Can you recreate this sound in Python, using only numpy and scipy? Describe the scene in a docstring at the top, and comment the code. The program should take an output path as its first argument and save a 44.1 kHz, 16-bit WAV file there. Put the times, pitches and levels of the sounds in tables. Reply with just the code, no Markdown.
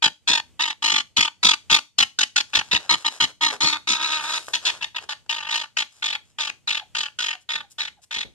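"""Guinea fowl on the run

A guinea fowl runs squawking from a leafy yard over a road onto a lawn. Each squawk is a rough buzz
near 300 Hz, chopped into a rattle and sharpened by a throat resonance near 3.5 kHz; the ground
reflects it about a millisecond later. Leaves and grit rustle, soft steps thud, hens cluck farther off.
The nearest squawks overload the microphone, whose stereo image is very wide."""
import sys
import numpy as np
from scipy import signal
from scipy.fft import rfft, irfft, next_fast_len
from scipy.io import wavfile
from scipy.ndimage import map_coordinates

SR = 44100
rng = np.random.default_rng(int(sys.argv[2]) if len(sys.argv) > 2 else 0)


def master_out(mix):
    """Clip the mix to full scale and print it as 16-bit PCM to the path in sys.argv[1]."""
    frames = np.transpose(np.atleast_2d(mix))
    ceiling = np.clip(frames, -1, 1)
    pcm = np.round(ceiling * 32767).astype(np.int16)
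    wavfile.write(sys.argv[1], SR, pcm)


N = 367794

# short calls: start_s, length_s, effort_db, soft_start_db, fade_db, first_rattle_hz, last_rattle_hz,
# pitch_hz, throat_hz, chest_db, rasp_db, squeak_db
SQUAWKS = [(0.022, 0.064, -12.5, 8.5, 11, 60.7, 49.1, 315.2, 3640, -9.5, -4.5, -31),
           (0.274, 0.13, -17, 3, 6, 99.6, 37.3, 324, 3490.0, -8.5, -5, -16.0),
           (0.592, 0.14, -20.6, 7, 5.5, 92.5, 35, 317.3, 3410, -8.5, -10, -24),
           (0.822, 0.2, -17, 8.5, 6, 58.6, 48.3, 308.9, 3294, -9.5, -5.5, -25.4),
           (1.166, 0.12, -16, 1, 12.5, 103.8, 29, 316, 3230, -11.5, -5.8, -30),
           (1.429, 0.12, -12, 6.6, 7.0, 63, 39.4, 323.2, 3470, -10, -2.5, -29),
           (1.698, 0.097, -14.5, 5.5, 8, 89, 35, 310.6, 3230, -9.0, -4.5, -23),
           (1.983, 0.059, -14.5, -2, 7.5, 56, 33.4, 295.6, 3280, -10, -5, -21.5),
           (2.187, 0.054, -20, -7, 0, 51.5, 39, 297.5, 3320, -9.5, -6.3, -7),
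           (2.359, 0.057, -16.5, -0.5, 7, 63, 20, 295.1, 3460, -9.5, -3, -7),
           (2.532, 0.087, -13, 14, 17, 60.3, 43, 300.0, 3390, -11.5, -4.5, -25),
           (2.712, 0.067, -15.5, 0.2, 3.5, 66.4, 60.7, 325.9, 3810, -11, -11, -17),
           (2.892, 0.066, -14, 6.7, 7, 74.6, 53.7, 323.3, 3560, -8, -7, -24.4),
           (3.045, 0.045, -11, 18.5, 10.5, 80, 25.0, 315, 3410, -15, -5, -26.2),
           (3.201, 0.054, -15.5, 6, 3.5, 35.7, 95, 320.5, 3520, -10.5, -7.5, 2.5),
           (3.408, 0.11, -18, 9.5, 8, 102.7, 40.0, 311.2, 3760, -7.5, -5.5, -12.5),
           (3.604, 0.17, -19.5, 4, 12, 86.6, 69, 315, 3970, -7.5, -3, -31),
           (4.533, 0.047, -18.5, 2, 8, 60, 80.4, 328.8, 3560, -14, -4.5, -23),
           (4.651, 0.056, -20.5, -3, 1.5, 96.3, 73, 338.6, 3520, -10, -4.5, -11),
           (4.808, 0.042, -21.5, 22, 0, 73, 27, 342.4, 3500, -14, -8, -24),
           (4.944, 0.048, -19.5, 22, 10.5, 67.6, 22.4, 316.1, 3620, -13.5, -9.5, -18),
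           (5.089, 0.047, -24, 3.5, 4.5, 61.5, 88, 298.3, 3650, -4, -4, -32),
           (5.768, 0.066, -19, 4.5, 12, 70, 41.2, 308.0, 3446, -14.5, -7, -11),
           (6.022, 0.15, -21.8, 11.5, 11, 62, 40.5, 302.0, 3450, -14.5, -8.5, -14),
           (6.384, 0.12, -25.5, 3.5, 3.5, 123.8, 31, 305.6, 3260, -7.5, -6.3, -25),
           (6.673, 0.13, -21, 3, 10, 75, 37, 313, 3370, -14, -8.5, -23.5),
           (6.948, 0.14, -23, 4.5, 9.5, 67, 35, 308, 3350, -10.5, -7.5, -12),
           (7.187, 0.17, -25, -2.5, 8.5, 67, 43, 318.6, 3250, -11, -8.5, -3.5),
           (7.489, 0.13, -25.5, 3.5, 11.5, 91, 33.2, 309.8, 3570, -9.5, -11, -13),
           (7.782, 0.11, -29, -0.5, -1, 125.0, 26.8, 306.0, 3650, -8, -11.5, -14),
           (8.108, 0.13, -23, 11.5, 6.5, 68, 41, 313.8, 3460, -15, -9, -12)]
# effort through two drawn-out cries: time_s, effort_db, rattle_hz
SCREECH = [(3.872, -23, 78), (3.895, -17.5, 69), (3.929, -20, 60), (3.986, -32, 64.6), (4.043, -24.5, 66),
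           (4.1, -27.5, 68.5), (4.157, -25, 84), (4.214, -33.5, 61.5), (4.271, -31, 83), (4.328, -25, 59),
           (4.385, -28, 87.8)]
CHATTER = [(5.293, -22.5, 69.85), (5.354, -25.5, 49.12), (5.416, -30.5, 45), (5.477, -30, 50.13),
           (5.538, -22, 62.9), (5.6, -25, 49.25), (5.661, -36, 41.4)]
# drawn-out cries: effort_curve, top_pitch_hz, throat_hz, chest_db, rasp_db
CRIES = [(SCREECH, 326, 3750, -9.5, 1), (CHATTER, 310, 3240, -10, -7)]
# spectra of the low harmonics, the fixed part of the throat and the rasp: frequency_hz, gain_db
CHEST = [(350, -45), (480, -24), (620, -15), (780, -10), (920, 0), (1060, -6), (1220, -1), (1520, -1),
         (1850, -3), (2100, -9), (2500, -30), (3200, -60)]
WINDPIPE = [(1200, -33.5), (1900, 1), (2250, 3.5), (2530, 6), (3100, -4.5), (3600, -19), (4300, -8),
            (4800, -11), (6000, -49.5)]
RASP = [(2500, -19.5), (4000, 7.5), (4900, -1), (5600, -2.5), (6400, 0), (7200, -8), (8200, -13.5),
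        (9400, -21), (11500, -26), (13000, -56.5), (15000, -62)]
# the fundamental, carried by hard ground and absorbed by leaves and turf: time_s, gain_db
FUNDAMENTAL = [(0, -23), (2.5, -25.5), (3.7, -19), (4.3, -24.5), (4.7, -28), (8.3, -31.5)]
# reflection from the ground under the bird: time_s, delay_ms, strength_ratio
GROUND_BOUNCE = [(0.05, 1.26, 0.4), (0.66, 1.027, 0.53), (0.92, 0.94, 0.5), (1.65, 0.82, 0.44),
                 (2.55, 1.19, 0.14), (2.92, 0.972, 0.7), (3.5, 0.974, 0.68), (3.999, 0.78, 0.34),
                 (4.4, 0.806, 0.14), (4.53, 1.144, 0.42), (5.8, 0.99, 0.1), (7.2, 0.6, 0.21),
                 (8.2, 0.5, 0.27)]
# wings and feet stirring leaves and grit: start_s, length_s, level_db, tilt_db_per_octave
RUSTLES = [(2.45, 0.15, -56.5, 8), (2.628, 0.098, -51.5, 6.5), (2.761, 0.15, -45, 3),
           (2.954, 0.1, -44.5, 6), (3.087, 0.12, -41, 5.5), (3.258, 0.066, -44, 4), (3.5, 0.075, -33, 2),
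           (4.15, 0.32, -36.5, 6.5), (4.419, 0.14, -46, 11), (4.577, 0.25, -41.5, 3.5),
           (5.001, 0.059, -45, 3), (5.885, 0.16, -56.5, 8.5), (6.222, 0.13, -65, 9),
           (7.397, 0.043, -59.5, 11), (7.697, 0.043, -50.5, 15.5), (8.013, 0.043, -52, 11.5)]
# spectrum of dry leaves: frequency_hz, gain_db
LEAVES = [(100, -14), (400, 7), (1000, 7.5), (3000, -0.5), (7000, -8), (10000, -20.5), (15000, -45)]
# twigs and pebbles snapping: start_s, level_db
SNAPS = [(3.53, -33), (3.544, -31), (3.559, -46), (4.483, -27), (4.632, -71), (5.263, -47)]
# hens' notes: start_s, length_s, pitch_hz, level_db
CLUCKS = [(6.134, 0.042, 907, -46), (6.801, 0.041, 811, -47.5), (7.33, 0.05, 767, -54),
          (7.628, 0.036, 821, -55), (7.966, 0.042, 770, -63), (8.147, 0.047, 928, -50)]
# footfalls close to the microphone: start_s, level_db
STEPS = [(6.489, -48), (7.539, -44.5), (7.595, -53), (8.165, -40), (8.246, -42)]
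# echo from trees and walls, stronger as the bird gets away: time_s, gain_db
ECHO_SEND = [(0, -18.5), (3.199, -14.5), (4.498, -9), (5.5, -13), (8.3, -12)]
# reverberation time of the yard: frequency_hz, t60_s
YARD_DECAY = [(200, 0.22), (1000, 0.18), (3000, 0.22), (7000, 0.28), (14000, 0.31)]
# initial spectrum of the reverberation: frequency_hz, gain_db
YARD_TONE = [(200, 9.5), (1000, 4), (3000, -2.5), (7000, -4), (14000, 2.5)]
# microphone thumps under the hardest beats: start_s, level_db
THUMPS = [(0.057, -29.5), (0.301, -28.5), (.925, -32), (1.185, -26.5), (1.447, -25), (1.716, -25.5),
          (2.005, -32.5), (2.572, -29), (2.732, -22.5), (2.918, -26.5), (3.221, -28.5), (3.634, -23.5),
          (3.901, -31.5)]
# phase difference of the stereo pair: frequency_hz, left_lead_rad
PAIR_PHASE = [(80, -2.5), (400, -1.57), (850, 0.06), (1600, 0.22), (1950, 3.5), (2400, 3.5), (2780, 6),
              (3400, 7), (3900, 8), (4500, 10), (4900, 5.5), (5500, 8), (5900, 8), (6600, 9.5),
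              (7300, 12.5), (8100, 14.5), (8500, 14), (9300, 20.5)]
# level difference of the stereo pair: frequency_hz, left_minus_right_db
PAIR_BALANCE = [(150, 3), (330, 3), (600, 1.5), (1200, 0), (1850, -6.5), (2100, -2), (2550, 11.5),
                (3100, 0.5), (3650, -2.5), (4300, 4.5), (5000, -0.5), (6800, 5.5), (9000, 3), (14000, 2)]
# spectra of the open air, in phase and in antiphase at the two ears: frequency_hz, gain_db
AIR_MID = [(30, -5), (80, 1.5), (170, -5), (355, -12.5), (1600, -23), (3100, -17), (4300, -28.5),
           (7500, -21.5), (14000, -39)]
AIR_SIDE = [(30, -7), (80, -0.5), (190, -10), (340, -31.5), (700, -40), (8000, -32.5), (14000, -50)]


def guinea_fowl(throat_width_hz=600, throat_wobble=.077, squeak_hz=1471, squeak_width_hz=55):
    """Source and filter: one buzz is clean in the chest, rough in the throat and mostly air in the rasp."""
    calls = [squawk(*row) for row in SQUAWKS] + [cry(*row) for row in CRIES]
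    calls.sort(key=lambda call: call[0][0])
    call_s, _, _, *controls = np.hstack(calls)
    t = np.arange(N) / SR
    pitch_hz, throat_hz, chest_db, rasp_db, squeak = (np.interp(t, call_s, c) for c in controls)
    slaps, puffs, swing = syrinx(pitch_hz)
    chest = coloured(windpipe_dispersion(slaps) + .28 * puffs, CHEST)
    rough = slaps + .75 * puffs
    throat_hz = throat_hz * (1 + throat_wobble * wander(70))  # the throat shakes from beat to beat
    ring = evened(resonate(resonate(rough, throat_hz, throat_width_hz), throat_hz, throat_width_hz))
    throat = evened(ring + gain_of(-1 + 2 * wander(40)) * coloured(rough, WINDPIPE))
    rasp = coloured(slaps + 1.8 * puffs, RASP)
    chest_gain = gain_of(chest_db - 2.5)
    rasp_gain = gain_of(rasp_db + 4 + 2 * wander(40))
    voice = throat + chest_gain * chest + rasp_gain * rasp
    voice /= np.sqrt(1 + chest_gain ** 2 + rasp_gain ** 2)
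    voice += swing * gain_of(np.interp(t, *np.transpose(FUNDAMENTAL)))
    nasal = evened(filtered(rough, lambda hz: np.exp(-((hz - squeak_hz) / squeak_width_hz) ** 2)))
    voice += gain_of(1) * squeak * nasal
    airflow = np.zeros(N)
    for time_s, effort_db, rattle_hz, *_ in calls:
        add(airflow, time_s[0], rattle(time_s, effort_db, rattle_hz))
    return voice * airflow * gain_of(1.78 * wander(40))


def squawk(start_s, length_s, effort_db, soft_start_db, fade_db, first_rattle_hz, last_rattle_hz,
           pitch_hz, throat_hz, chest_db, rasp_db, squeak_db, swell_s=.015, glide_s=.04, squeak_s=.021):
    """Modulation of a short call: pitch and throat arch over while the rattle glides, usually slowing."""
    t = np.arange(0, length_s, 1 / SR)
    opening, progress = np.exp(-t / swell_s), t / length_s
    slack_db = soft_start_db * opening + fade_db * progress ** 3
    rattle_hz = last_rattle_hz + (first_rattle_hz - last_rattle_hz) * np.exp(-t / glide_s)
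    pitch = pitch_hz * (1 - .02 * opening - .085 * progress ** 2)
    throat = throat_hz * (1 - .02 * opening - .09 * progress ** 2)
    beak_db = 2 * (.5 - progress)  # the rasp dulls as the beak closes
    colour = voice_colour(chest_db, rasp_db + beak_db, slack_db)
    squeak = gain_of(squeak_db) * np.exp(-(t / squeak_s) ** 2)
    return start_s + t, effort_db - slack_db, rattle_hz, pitch, throat, *colour, squeak


def cry(effort_curve, top_pitch_hz, throat_hz, chest_db, rasp_db, sag_per_db=.004):
    """Modulation of a long call: pitch and throat resonance sag whenever the effort slackens."""
    time_s, curve_db, curve_hz = np.transpose(effort_curve)
    t = np.arange(time_s[0], time_s[-1], 1 / SR)
    effort_db, rattle_hz = np.interp(t, time_s, curve_db), np.interp(t, time_s, curve_hz)
    slack_db = curve_db.max() - effort_db
    sag = 1 - sag_per_db * slack_db
    colour = voice_colour(chest_db, rasp_db, slack_db)
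    return t, effort_db, rattle_hz, top_pitch_hz * sag, throat_hz * sag, *colour, np.zeros(len(t))


def voice_colour(chest_db, rasp_db, slack_db):
    """Spectral tilt follows effort: a slacker voice has more low harmonics and less rasp."""
    return chest_db + .91 * slack_db, rasp_db - .57 * slack_db


def syrinx(pitch_hz):
    """Membrane oscillation gives uneven slaps, puffs of air between them and a sinusoidal swing."""
    cycles = np.cumsum(pitch_hz * (1 + .03 * wander(220) + .014 * wander(35))) / SR
    samples_from_slap = (cycles % 1 - .5) * SR / pitch_hz
    slaps = np.sinc(samples_from_slap) * np.exp(-(samples_from_slap / 8) ** 2)
    puffs = (.59 + np.exp(-((cycles + .5) % 1) / 1.9)) * rng.standard_normal(N)
    return evened(slaps - slaps.mean()), evened(puffs), evened(np.cos(2 * np.pi * cycles))


def windpipe_dispersion(x, delay_s_per_hz=2.2e-6):
    """Dispersion: the long windpipe delays higher harmonics more, so each slap rings through its cycle."""
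    return filtered(x, lambda hz: np.exp(-1j * np.pi * delay_s_per_hz * (hz - 900) ** 2))


def rattle(t, effort_db, rattle_hz, peak_s=.0061, half_width_s=.006, leak=.27, edge_s=.0027):
    """Amplitude modulation: airflow beats of fixed length merge when fast and part when slow."""
    age_s = (np.cumsum(rattle_hz) / SR % 1) / rattle_hz
    beats = leak + np.exp(-((age_s - peak_s) / half_width_s) ** 4)
    ends = np.clip(np.minimum(t - t[0], t[-1] - t) / edge_s, 0, 1)
    return gain_of(effort_db) * beats * ends


def ground_reflection(x):
    """Interference with the bounce combs the voice; the comb shifts with range, deepest on asphalt."""
    time_s, delay_ms, strength = np.transpose(GROUND_BOUNCE)
    n = np.arange(N)
    delay_samples = np.interp(n / SR, time_s, delay_ms) * SR / 1000
    strength = np.interp(n / SR, time_s, strength)
    bounce = map_coordinates(x, [n - delay_samples], order=3)
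    return (x + strength * bounce) / np.sqrt(1 + strength ** 2)


def leaf_litter(grains_per_s=1800, spread_db=4, snap_decay_s=.0027):
    """Shot noise: tiny impacts of leaves and grit sum to swells of crackle, with an occasional snap."""
    sizes = gain_of(spread_db * np.minimum(rng.exponential(1, N), 4))
    grains = sizes * rng.standard_normal(N) * (rng.random(N) < grains_per_s / SR)
    hiss = coloured(rng.standard_normal(N), LEAVES)
    crackle = coloured(grains, LEAVES) + .5 * hiss
    out = np.zeros(N)
    for start_s, length_s, level_db, tilt_db in RUSTLES:
        rustle = crackle[round(start_s * SR):][:round(length_s * SR)]
        rustle = filtered(rustle, lambda hz: gain_of(tilt_db * np.log2(1 + hz / 600)))
        add(out, start_s, gain_of(level_db) * evened(rustle) * signal.windows.tukey(len(rustle), .7))
    t = np.arange(SR // 50) / SR
    for start_s, level_db in SNAPS:
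        snap = hiss[round(start_s * SR):][:len(t)] * np.exp(-t / snap_decay_s)
        add(out, start_s, gain_of(level_db) * snap)
    return out


def hens(fall=.24, jitter=.077, overtone_db=-14):
    """Frequency jitter makes each short, falling note hoarse."""
    out, waver = np.zeros(N), wander(330)
    for start_s, length_s, pitch_hz, level_db in CLUCKS:
        progress = np.linspace(0, 1, round(length_s * SR))
        bend = 1 - fall * (progress - .5) + jitter * waver[round(start_s * SR):][:len(progress)]
        phase = 2 * np.pi * np.cumsum(pitch_hz * bend) / SR
        tone = np.sin(phase) + gain_of(overtone_db) * np.sin(2 * phase)
        add(out, start_s, gain_of(level_db) * evened(tone * np.sin(np.pi * progress)))
    return out


def footfalls():
    """Damped impacts of soles on packed earth give dull thuds."""
    return thuds(STEPS, length_s=1 / 6, rise_s=.0023, decay_s=.028, cutoff_hz=330)


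def yard_echo(x, near_db=-17, near_decay_s=.0048, echoes_per_s=2500):
    """Scattering from things close by, then a short tail from trunks and walls, in two random versions."""
    size = SR * 3 // 4
    t = np.arange(size) / SR
    signs = rng.choice([-1., 1.], (2, 2, size))
    far_taps, near_taps = signs * (rng.random((2, 2, size)) < echoes_per_s / SR)
    hz, frame_s, spectra = signal.stft(far_taps * np.clip(t / .015, 0, 1), SR, nperseg=256)
    fade_db = read(YARD_TONE, hz)[:, None] - 60 * frame_s / read(YARD_DECAY, hz)[:, None]
    tail = signal.istft(spectra * gain_of(fade_db), SR, nperseg=256)[1][:, :size]
    scatter = near_taps * (t > .002) * np.exp(-t / near_decay_s)
    send = gain_of(np.interp(np.arange(N) / SR, *np.transpose(ECHO_SEND)))
    far = signal.fftconvolve((x * send)[None], tail / np.linalg.norm(tail[0]), axes=1)
    near = signal.fftconvolve(x[None], scatter / np.linalg.norm(scatter[0]), axes=1)
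    return (far + gain_of(near_db) * near)[:, :N]


def overload(x, knee_db=-13, squash_db=-10):
    """Asymmetric distortion squashes loud peaks on one side; low thumps are added at listed times."""
    excess = np.maximum(x - gain_of(knee_db), 0)
    thumps = thuds(THUMPS, length_s=1 / 12, rise_s=.001, decay_s=.02, cutoff_hz=230)
    return x - gain_of(squash_db) * lowpass(excess, cutoff_hz=220) + thumps


def stereo_pair(x):
    """Phase and level differences that vary with frequency widen the image at constant total power."""
    sides = np.array([[.5], [-.5]])

    def response(hz):
        balance = gain_of(sides * read(PAIR_BALANCE, hz))
        balance /= np.sqrt(np.mean(balance ** 2, 0))
        return balance * np.exp(1j * sides * read(PAIR_PHASE, hz))
    return filtered(x, response)


def open_air(mid_db=-65, side_db=-62, swell_db=4):
    """Ambient noise: a faint, slowly swelling hush, only partly coherent between the ears."""
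    mid = gain_of(mid_db) * coloured(rng.standard_normal(N), AIR_MID)
    side = gain_of(side_db) * coloured(rng.standard_normal(N), AIR_SIDE)
    return np.array([mid + side, mid - side]) * gain_of(swell_db * wander(3.6))


def thuds(events, length_s, rise_s, decay_s, cutoff_hz):
    """Bursts of low-passed noise rise quickly and decay exponentially."""
    out, t = np.zeros(N), np.arange(round(length_s * SR)) / SR
    envelope = np.exp(-t / decay_s) * np.minimum(t / rise_s, 1)
    for start_s, level_db in events:
        noise = evened(lowpass(rng.standard_normal(len(t)), cutoff_hz))
        add(out, start_s, gain_of(level_db) * noise * envelope)
    return out


def resonate(x, centre_hz, width_hz):
    """A damped resonance with a moving centre frequency."""
    carrier = np.exp(2j * np.pi * np.cumsum(centre_hz) / SR)
    pole = np.exp(-np.pi * width_hz / SR)
    return 2 * (carrier * signal.lfilter([1 - pole], [1, -pole], x / carrier)).real


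def filtered(x, response):
    """Linear filtering by a frequency response, given as a function of Hz."""
    size = next_fast_len(x.shape[-1] + 2048, real=True)
    return irfft(rfft(x, size) * response(np.fft.rfftfreq(size, 1 / SR)), size)[..., :x.shape[-1]]


def lowpass(x, cutoff_hz):
    """Zero-phase roll-off of 12 dB per octave."""
    return filtered(x, lambda hz: 1 / (1 + (hz / cutoff_hz) ** 2))


def coloured(x, spectrum):
    """Spectral shaping, scaled to rms 1."""
    return evened(filtered(x, lambda hz: gain_of(read(spectrum, hz))))


def wander(rate_hz):
    """Smooth random fluctuation of rms 1 and bandwidth about rate_hz."""
    return evened(filtered(rng.standard_normal(N), lambda hz: np.exp(-(hz / rate_hz) ** 2)))


def read(points, hz):
    """Interpolation on a log-frequency axis."""
    frequency_hz, value = np.transpose(points)
    return np.interp(np.log(hz + 1), np.log(frequency_hz + 1), value)


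def gain_of(db):
    """Decibels to amplitude ratio."""
    return 10 ** (np.asarray(db) / 20)


def evened(x):
    """Normalisation to rms 1."""
    return x / np.sqrt(np.mean(x ** 2) + 1e-20)


def add(mix, start_s, sound):
    """Superposition of a sound on the mix from start_s."""
    part = mix[..., max(round(start_s * SR), 0):][..., :sound.shape[-1]]
    part += sound[..., :part.shape[-1]]


def scene():
    """Direct sound, echoes and air superpose; part of the treble echo reaches the ears in antiphase."""
    direct = ground_reflection(guinea_fowl()) + leaf_litter() + hens() + footfalls()
    echo_mid, echo_side = yard_echo(direct)
    echo_side = filtered(echo_side, lambda hz: 1.5 * hz / np.hypot(hz, 7000)) * np.array([[1], [-1]])
    return stereo_pair(overload(direct) + echo_mid + echo_side) + open_air()


def record(dry, low_cut_hz=72, ceiling=.85, high_cut_hz=14700):
    """Limited bandwidth and headroom: the bass rolls off, peaks clip and the top treble is cut."""
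    thinned = signal.sosfilt(signal.butter(2, low_cut_hz, "high", fs=SR, output="sos"), dry)
    clipped = np.clip(thinned, -ceiling, ceiling)
    band_limit = signal.firwin(255, high_cut_hz, window=("kaiser", 9), fs=SR)
    return signal.oaconvolve(clipped, band_limit[None], "same")


dry = scene()
out = record(dry)
master_out(out)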